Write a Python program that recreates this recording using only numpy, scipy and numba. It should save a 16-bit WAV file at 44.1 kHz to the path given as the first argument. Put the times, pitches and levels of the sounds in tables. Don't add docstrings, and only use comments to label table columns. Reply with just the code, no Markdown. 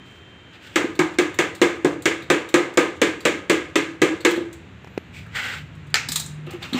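import sys
import numpy as np
from scipy import signal
from scipy.fft import rfft, irfft
from scipy.io import wavfile
from scipy.ndimage import uniform_filter1d
from numba import njit

SR = 44100
rng = np.random.default_rng(int(sys.argv[2]) if len(sys.argv) > 2 else 0)


def boost_factor(decibels):
    exponent = np.asarray(decibels, float) / 20
    return 10 ** exponent


def put_to_file(sound):
    columns = np.atleast_2d(sound).T
    safe = np.clip(columns, -1, 1)
    whole_steps = np.round(safe * 32767)
    wavfile.write(sys.argv[1], SR, whole_steps.astype(np.int16))


N = 299439
TAIL = 16384

# (time [s], stick level [dB], lowest wall tones [dB], second wall tones [dB], upper wall tones [dB])
KNOCKS = [(0.758, -10.5, -30, -8.5, -8), (0.9911, -12, -8.5, -1.5, -13.5), (1.1857, -12, -15, -11.5, -8.5),
          (1.3877, -11, -21, -10, -7), (1.6156, -8.5, -8.5, -6, -2.5), (1.8463, -16, -10.5, -4.5, -6.5),
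          (2.0556, -10, -15.5, -13, -7), (2.3008, -8.5, -18, -5.5, -3), (2.5412, -8, -15.5, -3.5, -1.5),
          (2.7731, -8, -29, -5, 0), (3.0162, -9, -14, -22.5, -3.5), (3.2521, -9.5, -32, -14, -3.5),
          (3.497, -9, -17, -13, -3.5), (3.7563, -11, -12.5, -28, -8), (4.0175, -9.5, -10.5, -9.5, -1.5),
          (4.2492, -8.5, -14, -9, -5)]
# (pitch [Hz], level [dB], time to fade by 60 dB [s])
WALL_TONES = [
    [(317.5, -7, 0.31), (325.4, -8.5, 0.43), (288, -10, 0.36), (159.5, -13.5, 0.17)],
    [(350, -6.5, 0.33), (358, 3, 0.077)],
    [(422, 4, 0.21), (483, 5.5, 0.16), (511, 0, 0.098), (586, -2.5, 0.067)],
]
# (pitch [Hz], level [dB], time to fade by 60 dB [s])
HELD_STICK_TONES = [(1220, -27.5, 0.1), (1644, 8, 0.03), (1931, 13.5, 0.044), (2205, 7, 0.12),
                    (2390, -6, 0.067), (2700, -29, 0.05), (3550, 4.5, 0.048)]
# (frequency [Hz], level [dB per Hz])
WALL_COLOUR = [(76, -68), (130, -15), (222, -17), (284, -7.5), (324, 1), (388, -7.5), (503, -6), (640, -18),
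               (830, -45), (1410, -120)]
# (frequency [Hz], level [dB per Hz])
STICK_COLOUR = [(380, -36), (640, -24), (726, -7.5), (952, -7.5), (1050, -4), (1070, -11.5), (1240, -0.5),
                (1380, -10.5), (1640, 0), (1850, -7), (2130, -1.5), (2700, -14), (3510, -21), (5940, -120)]
# (frequency [Hz], level [dB per Hz])
GRIT_COLOUR = [(1590, -43.5), (2700, -2.5), (2860, -7), (3470, -5.5), (4070, -6.5), (5040, -13),
               (7330, -6.5), (11100, -29), (14800, -25), (15600, -24)]


def knocks():
    out, wall = np.zeros(N), np.zeros(N)
    soft = swell(0.0033)
    for s, stick_db, *wall_db in KNOCKS:
        crack_db = min(-9.5 - 0.19 * (wall_db[1] - stick_db), -9)
        for tones, db, trim_db in zip(WALL_TONES, wall_db, (4.0, 2.5, -3.0)):
            add(wall, s, boost_factor(db + trim_db) * soft * ring(tones, chance(tones)))

        stick_tilt = 1.1 * min(crack_db + 9.0, 0)
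        stick_tones = [(hz, db + stick_tilt * np.log2(hz / 1500), t60) for hz, db, t60 in HELD_STICK_TONES]
        add(out, s, boost_factor(stick_db + 4.0) * np.sqrt(soft) * ring(stick_tones, chance(stick_tones)))
        add(out, s, boost_factor(stick_db + crack_db + 11) * burst(GRIT_COLOUR, 0.0019))

        noise = rng.standard_normal(TAIL)
        boom = boost_factor(wall_db[-1] - 13.0) * colour(noise, WALL_COLOUR)
        blow_tilt = 2.8 * (crack_db + 10.0)
        blow_colour = [(hz, db + blow_tilt * np.log2(hz / 1500)) for hz, db in STICK_COLOUR]
        clack = boost_factor(stick_db - 8.5) * colour(noise, blow_colour)
        crack = boost_factor(stick_db + crack_db - 7) * colour(noise, GRIT_COLOUR)
        add(out, s, echoes(boom + clack + crack, onset_s=0.0018))
    slosh_db = 3.5 * walk(28)
    return out + wall * boost_factor(slosh_db)


def scrape():
    t, push = np.arange(N) / SR, 0
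    for s, stick_db, *_ in KNOCKS:
        age = np.maximum(t - s, 0)
        push = push + boost_factor(stick_db - 35) * (1 - np.exp(-age / 0.05)) * np.exp(-age / 0.095)
    grit = rng.standard_normal(N) * boost_factor(2.8 * rng.exponential(size=N) + 3.0 * walk(55))
    return push * colour(grit, GRIT_COLOUR)


# (time [s], level [dB])
LANDINGS = [
    (5.9424, 2),
    (5.956, -6),
]
# (pitch [Hz], level [dB], time to fade by 60 dB [s])
FREE_STICK_TONES = [(1340, -9, 0.041), (1790, -2.5, 0.067), (2130, -12, 0.034), (2720, 1, 0.0097),
                    (4200, 6, 0.019), (4700, 3, 0.017), (7340, 1, 0.019)]
# (frequency [Hz], level [dB per Hz])
LANDING_COLOUR = [(240, -45), (400, -18), (519, -17), (569, -17), (634, -23), (874, -10.5), (1100, -22),
                  (1280, -8), (2600, -2), (2890, -11), (7470, -14.5), (10200, -36), (15600, -33)]


def drop():
    out = np.zeros(N)
    for s, db in LANDINGS:
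        add(out, s, boost_factor(db - 0.5) * ring(FREE_STICK_TONES, chance(FREE_STICK_TONES)))
        add(out, s, boost_factor(db - 3.5) * burst([(400, -19), (2000, 8), (8000, -9), (15000, -20)], 0.0018))
        noise = colour(rng.standard_normal(TAIL), LANDING_COLOUR)
        add(out, s, boost_factor(db - 22) * echoes(noise, onset_s=0.0057))
    return out


# (time [s], level [dB], pitch [Hz], time to fade by 60 dB [s], upper tones minus level [dB])
THUDS = [
    (0.843, -14, 325, 0.072, -13),
    (4.377, -15.5, 335, 0.045, -9),
    (4.408, -24, 333.8, 0.25, -10.5),
    (6.09, -31, 258, 0.035, -14),
    (6.469, -33.5, 350, 0.096, -1.5),
    (6.536, -29.5, 350, 0.13, -14),
    (6.727, -19.5, 248, 0.032, -36),
    (6.745, -11, 264, 0.027, -34),
    (6.757, -26, 250, 0.14, -20),
]


def thuds():
    out, still, soft = np.zeros(N), np.zeros((1, 2)), swell(0.0016)
    for s, db, hz, t60, upper_db in THUDS:
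        upper = boost_factor(upper_db) * ring(WALL_TONES[-1], chance(WALL_TONES[-1]))
        add(out, s, boost_factor(db + 6.5) * (ring([(hz, 0, t60)], still) + upper) * soft)
    return out


# (time [s], level [dB], pitch [Hz], treble minus level [dB])
TICKS = [(0.952, -37, 3700, -15), (1.139, -39, 3800, -19), (1.341, -31.5, 3060, -16),
         (1.5493, -31, 3720, -13.5), (2.021, -35, 7190, -9), (2.222, -31.5, 3860, -22),
         (2.488, -28.5, 3080, -15.5), (2.737, -47, 3800, -6), (3.205, -32, 3720, -15),
         (4.205, -30.5, 3660, -17.5), (4.296, -22, 3060, -19), (4.308, -21, 3380, -16),
         (4.362, -26, 3370, -22), (4.5278, -37, 7100, -11), (5.262, -31.5, 1490, -32),
         (5.349, -34, 3870, -20), (5.751, -55, 7300, -9), (5.868, -57, 7200, -6), (5.9, -50, 3600, -12),
         (6.086, -16, 4340, -13.5), (6.118, -20, 7480, -5.5), (6.126, -28, 3900, -13),
         (6.1572, -21.5, 7700, 0.5), (6.1969, -20.5, 7300, -8.5), (6.261, -26, 7250, -19),
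         (6.464, -36, 3340, -22), (6.5066, -40.5, 3260, -5), (6.5321, -42, 3400, -11),
         (6.6257, -19, 3680, -30), (6.7305, -15, 3550, -28)]
# (frequency [Hz], level [dB per Hz])
RATTLE_COLOUR = [(500, -29), (1200, -13), (2600, -11.5), (4000, -1), (5500, -10), (7500, 0), (10000, -14.5),
                 (14500, -11), (15600, -12)]


def ticks():
    out, length_s = np.zeros(N), 0.0055
    for s, db, hz, top_db in TICKS:
        pitched = [(hz / 1.8, -25), (hz / 1.1, -3), (hz, 0), (hz * 1.3, -4), (hz * 1.29, -14)]
        add(out, s, boost_factor(db - 3.5) * burst(pitched, length_s))
        add(out, s, boost_factor(db + top_db + 11.5) * burst(RATTLE_COLOUR, length_s))
        add(out, s, boost_factor(db - 11) * burst(STICK_COLOUR, length_s))
    return out


# (start time [s], hold [s], level [dB], treble minus level [dB])
DRAGS = [
    [(0.06, 0.11, -59.5, -7), (0.535, 0.022, -47.5, -19), (0.628, 0.25, -48.5, -10)],
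    [(5.146, 0.046, -43, -11)],
    [(5.33, 0.022, -51, -21), (5.355, .19, -28, -15.5)],
    [(6.475, 0.074, -41.5, -34), (6.625, 0.031, -37.5, -12.5), (6.745, .06, -32, -12.5)],
]
# (frequency [Hz], level [dB per Hz])
DRAG_COLOURS = [
    [(530, -42), (900, -7), (1030, -24), (1350, -8), (2180, -8), (3250, -8), (5000, -25), (6500, -61),
     (11000, -120)],
    [(710, -57), (1200, -22), (1770, -7), (1840, -8), (2370, 4), (2850, -7), (5000, -21), (6500, -48),
     (11000, -120)],
    [(290, -27), (500, -15), (661, -20), (841, -12), (1030, -16.5), (1120, -14.5), (1570, 0.5), (1750, -7),
     (1980, 1), (2360, -7.5), (3120, -9), (5000, -24), (6500, -67), (11000, -120)],
    [(290, -35), (500, -10.5), (674, -15), (779, -3), (917, -12.5), (1240, -4), (1570, -11), (2750, -5),
     (3890, -21.5), (5000, -29), (6500, -36), (11000, -120)],
]
# (frequency [Hz], level [dB per Hz])
DRAG_TREBLE = [(2650, -4), (4500, -10.5), (5630, -5.5), (6750, -6), (7380, -0.5), (10300, -22),
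               (14900, -13.5), (15600, -17)]


def scuffs():
    rise, sag, fall = 906, 11, 208
    grit = rng.standard_normal(N) * boost_factor(1.7 * rng.exponential(size=N) + 1.7 * walk(78))
    top, out, t = colour(grit, DRAG_TREBLE), np.zeros(N), np.arange(N) / SR
    for drags, points in zip(DRAGS, DRAG_COLOURS):
        body = colour(grit, points)
        for s, hold, db, top_db in drags:
            age = t - s
            shape_db = rise * np.minimum(age, 0) - sag * np.clip(age, 0, hold) - fall * np.maximum(age - hold, 0)
            out += boost_factor(db + 1.5 + shape_db) * (body + boost_factor(top_db) * top)
    return out


# (time [s], level [dB], bright part minus level [dB], length [s])
TAPS = [
    (4.845, -33, -3, 0.0019),
    (4.872, -36, -3.5, 0.004),
    (4.977, -11.5, -10.5, 0.002),
]


def taps():
    out = np.zeros(N)
    for s, db, bright_db, length_s in TAPS:
        add(out, s, boost_factor(db + 3) * ring([(410, 12, 0.012), (730, -11, 0.018)], np.zeros((2, 2))))
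        bright = burst([(700, 2.5), (2000, 1), (6000, -17.0), (15000, -35)], length_s)
        add(out, s, boost_factor(db + bright_db + 4.5) * bright)
    return out


# (time [s], level [dB])
RUMBLE_LEVEL = [(0.0, -46), (0.64, -50), (0.9, -43.5), (2.25, -45), (2.55, -53.5), (3.1, -45), (4.3, -45.5),
                (4.6, -42.5), (5.1, -42.5), (5.45, -40), (6.45, -40), (6.79, -41)]
# (frequency [Hz], level [dB per Hz])
RUMBLE_COLOUR = [(15, -72.5), (25, -40), (81, -1), (118, -3.5), (139, -4.5), (190, -5), (227, -15),
                 (257, -8), (300, -28), (390, -65), (660, -120)]


def rumble():
    (level_db,) = curve(RUMBLE_LEVEL)
    return boost_factor(level_db - 0.6 + 0.33 * walk(5.3)) * colour(rng.standard_normal(N), RUMBLE_COLOUR)


# (frequency [Hz], level [dB per Hz])
HISS_COLOUR = [(180, -21.5), (300, 0), (560, -8.5), (835, -11.5), (1180, -10.5), (1620, -8), (2740, -11),
               (3230, -15.5), (3750, -17.5), (5200, -33), (7300, -27.5), (9000, -44), (15500, -50)]


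def hiss():
    return boost_factor(-48 + 0.23 * walk(16.0)) * colour(rng.standard_normal(N), HISS_COLOUR)


def drone():
    hz, width_hz = 150, 5.3
    line = [(hz - 2 * width_hz, -20), (hz, 0), (hz + 2 * width_hz, -20)]
    swelling = np.interp(np.arange(N) / SR, (5.05, 6.45, 6.65), [.3, 1, .6], left=0, right=0)
    return boost_factor(-39.5) * swelling * colour(rng.standard_normal(N), line)


def whine():
    t = np.arange(N) / SR
    return boost_factor(-51) * np.interp(t, [0.45, 0.78], [1, 0]) * np.sin(2 * np.pi * 3137 * t)


# (time [s], pitch [Hz], level [dB])
SQUEAL = [(4.82, 12800, -88), (4.84, 13300, -71), (4.875, 13800, -76), (4.9, 13550, -73),
          (4.99, 13450, -74), (5.05, 12050, -84), (5.13, 11900, -84), (5.15, 11900, -99)]


def squeal():
    hz, db = curve(SQUEAL)
    started = np.arange(N) / SR > SQUEAL[0][0]
    return boost_factor(db + 2.5 * walk(60)) * np.sin(2 * np.pi * np.cumsum(hz) / SR) * started


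# (frequency [Hz], time to fade by 60 dB [s])
ROOM_T60 = [(150, 0.45), (400, 0.45), (1000, 0.47), (2500, 0.42), (6000, 0.35), (13000, 0.26)]


def echoes(noise, onset_s):
    t, spectrum, tail = np.arange(len(noise)) / SR, rfft(noise), 0
    log_f = np.log(np.maximum(np.arange(len(spectrum)) * SR / len(noise), 1))
    hz, t60s = np.transpose(ROOM_T60)
    for share, t60 in zip(np.eye(len(hz)), t60s):
        band = irfft(spectrum * np.interp(log_f, np.log(hz), share), len(noise))
        tail = tail + band * np.exp(-np.log(1000) * t / t60)
    early_db = 7.0 * np.exp(-t / 0.023)
    return tail * (1 - np.exp(-t / onset_s)) * boost_factor(early_db)


def room(thud, tick):
    tail = echoes(rng.standard_normal(TAIL), onset_s=0.0027)
    sent = boost_factor(-5.0) * thud + boost_factor(-3) * tick
    return thud + tick + signal.fftconvolve(sent, tail / np.sqrt(np.sum(tail ** 2)))[:N]


def colour(x, points):
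    hz, db = np.transpose(points)
    f = np.maximum(np.arange(len(x) // 2 + 1) * SR / len(x), 1)
    gain = boost_factor(np.interp(np.log(f), np.log(hz), db, left=-80, right=-80))
    y = irfft(rfft(x) * gain, len(x))
    return y / np.sqrt(np.mean(y ** 2))


def swell(time_s):
    return 1 - np.exp(-np.arange(TAIL) / SR / time_s)


def chance(tones):
    return rng.standard_normal((len(tones), 2))


def ring(tones, shifts):
    t, y = np.arange(TAIL) / SR, 0
    for (hz, db, t60), (level, pitch) in zip(tones, shifts):
        tone = np.sin(2 * np.pi * hz * (1 + 0.012 * pitch) * t)
        y = y + boost_factor(db + 5.5 * level) * tone * np.exp(-np.log(1000) * t / t60)
    return y / np.abs(y).max()


def burst(points, decay_s):
    t = np.arange(4096) / SR / decay_s
    return colour(rng.standard_normal(len(t)), points) * np.exp(-t) * (1 - np.exp(-t / 0.41))


def add(out, s, x):
    i = int(s * SR)
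    out[i:i + len(x)] += x[:N - i]


def curve(table):
    s, *columns = np.transpose(table)
    return [np.interp(np.arange(N) / SR, s, c) for c in columns]


def walk(rate):
    k = int(SR / rate)
    steps = np.repeat(rng.standard_normal(N // k + 1), k)
    return 1.25 * uniform_filter1d(uniform_filter1d(steps, k), k)[:N]


def scene():
    near = knocks() + room(thuds(), ticks()) + drop() + taps()
    near = signal.sosfilt(signal.butter(3, 130, "high", fs=SR, output="sos"), near)
    background = rumble() + hiss() + drone() + whine() + squeal()
    return (near + scrape() + scuffs() + background)[None]


@njit
def follow(x, attack, release):
    e, out = 0., np.empty(len(x))
    for i in range(len(x)):
        e += (abs(x[i]) - e) * (attack if abs(x[i]) > e else release)
        out[i] = e
    return out


def band_limit(x):
    return signal.sosfilt(signal.butter(12, 16820, fs=SR, output="sos"), x)


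def record(dry):
    level = follow(dry[0], 0.024, 1 / (0.061 * SR))
    x = dry * np.minimum(1, 0.26 / (level + 1e-9)) ** 0.15
    x = np.tanh(0.98 * x) / 1.09
    x = signal.sosfilt(signal.ellip(8, .2, 40, 15600, fs=SR, output="sos"), x)
    return band_limit(x)


dry = scene()
out = record(dry)
put_to_file(out)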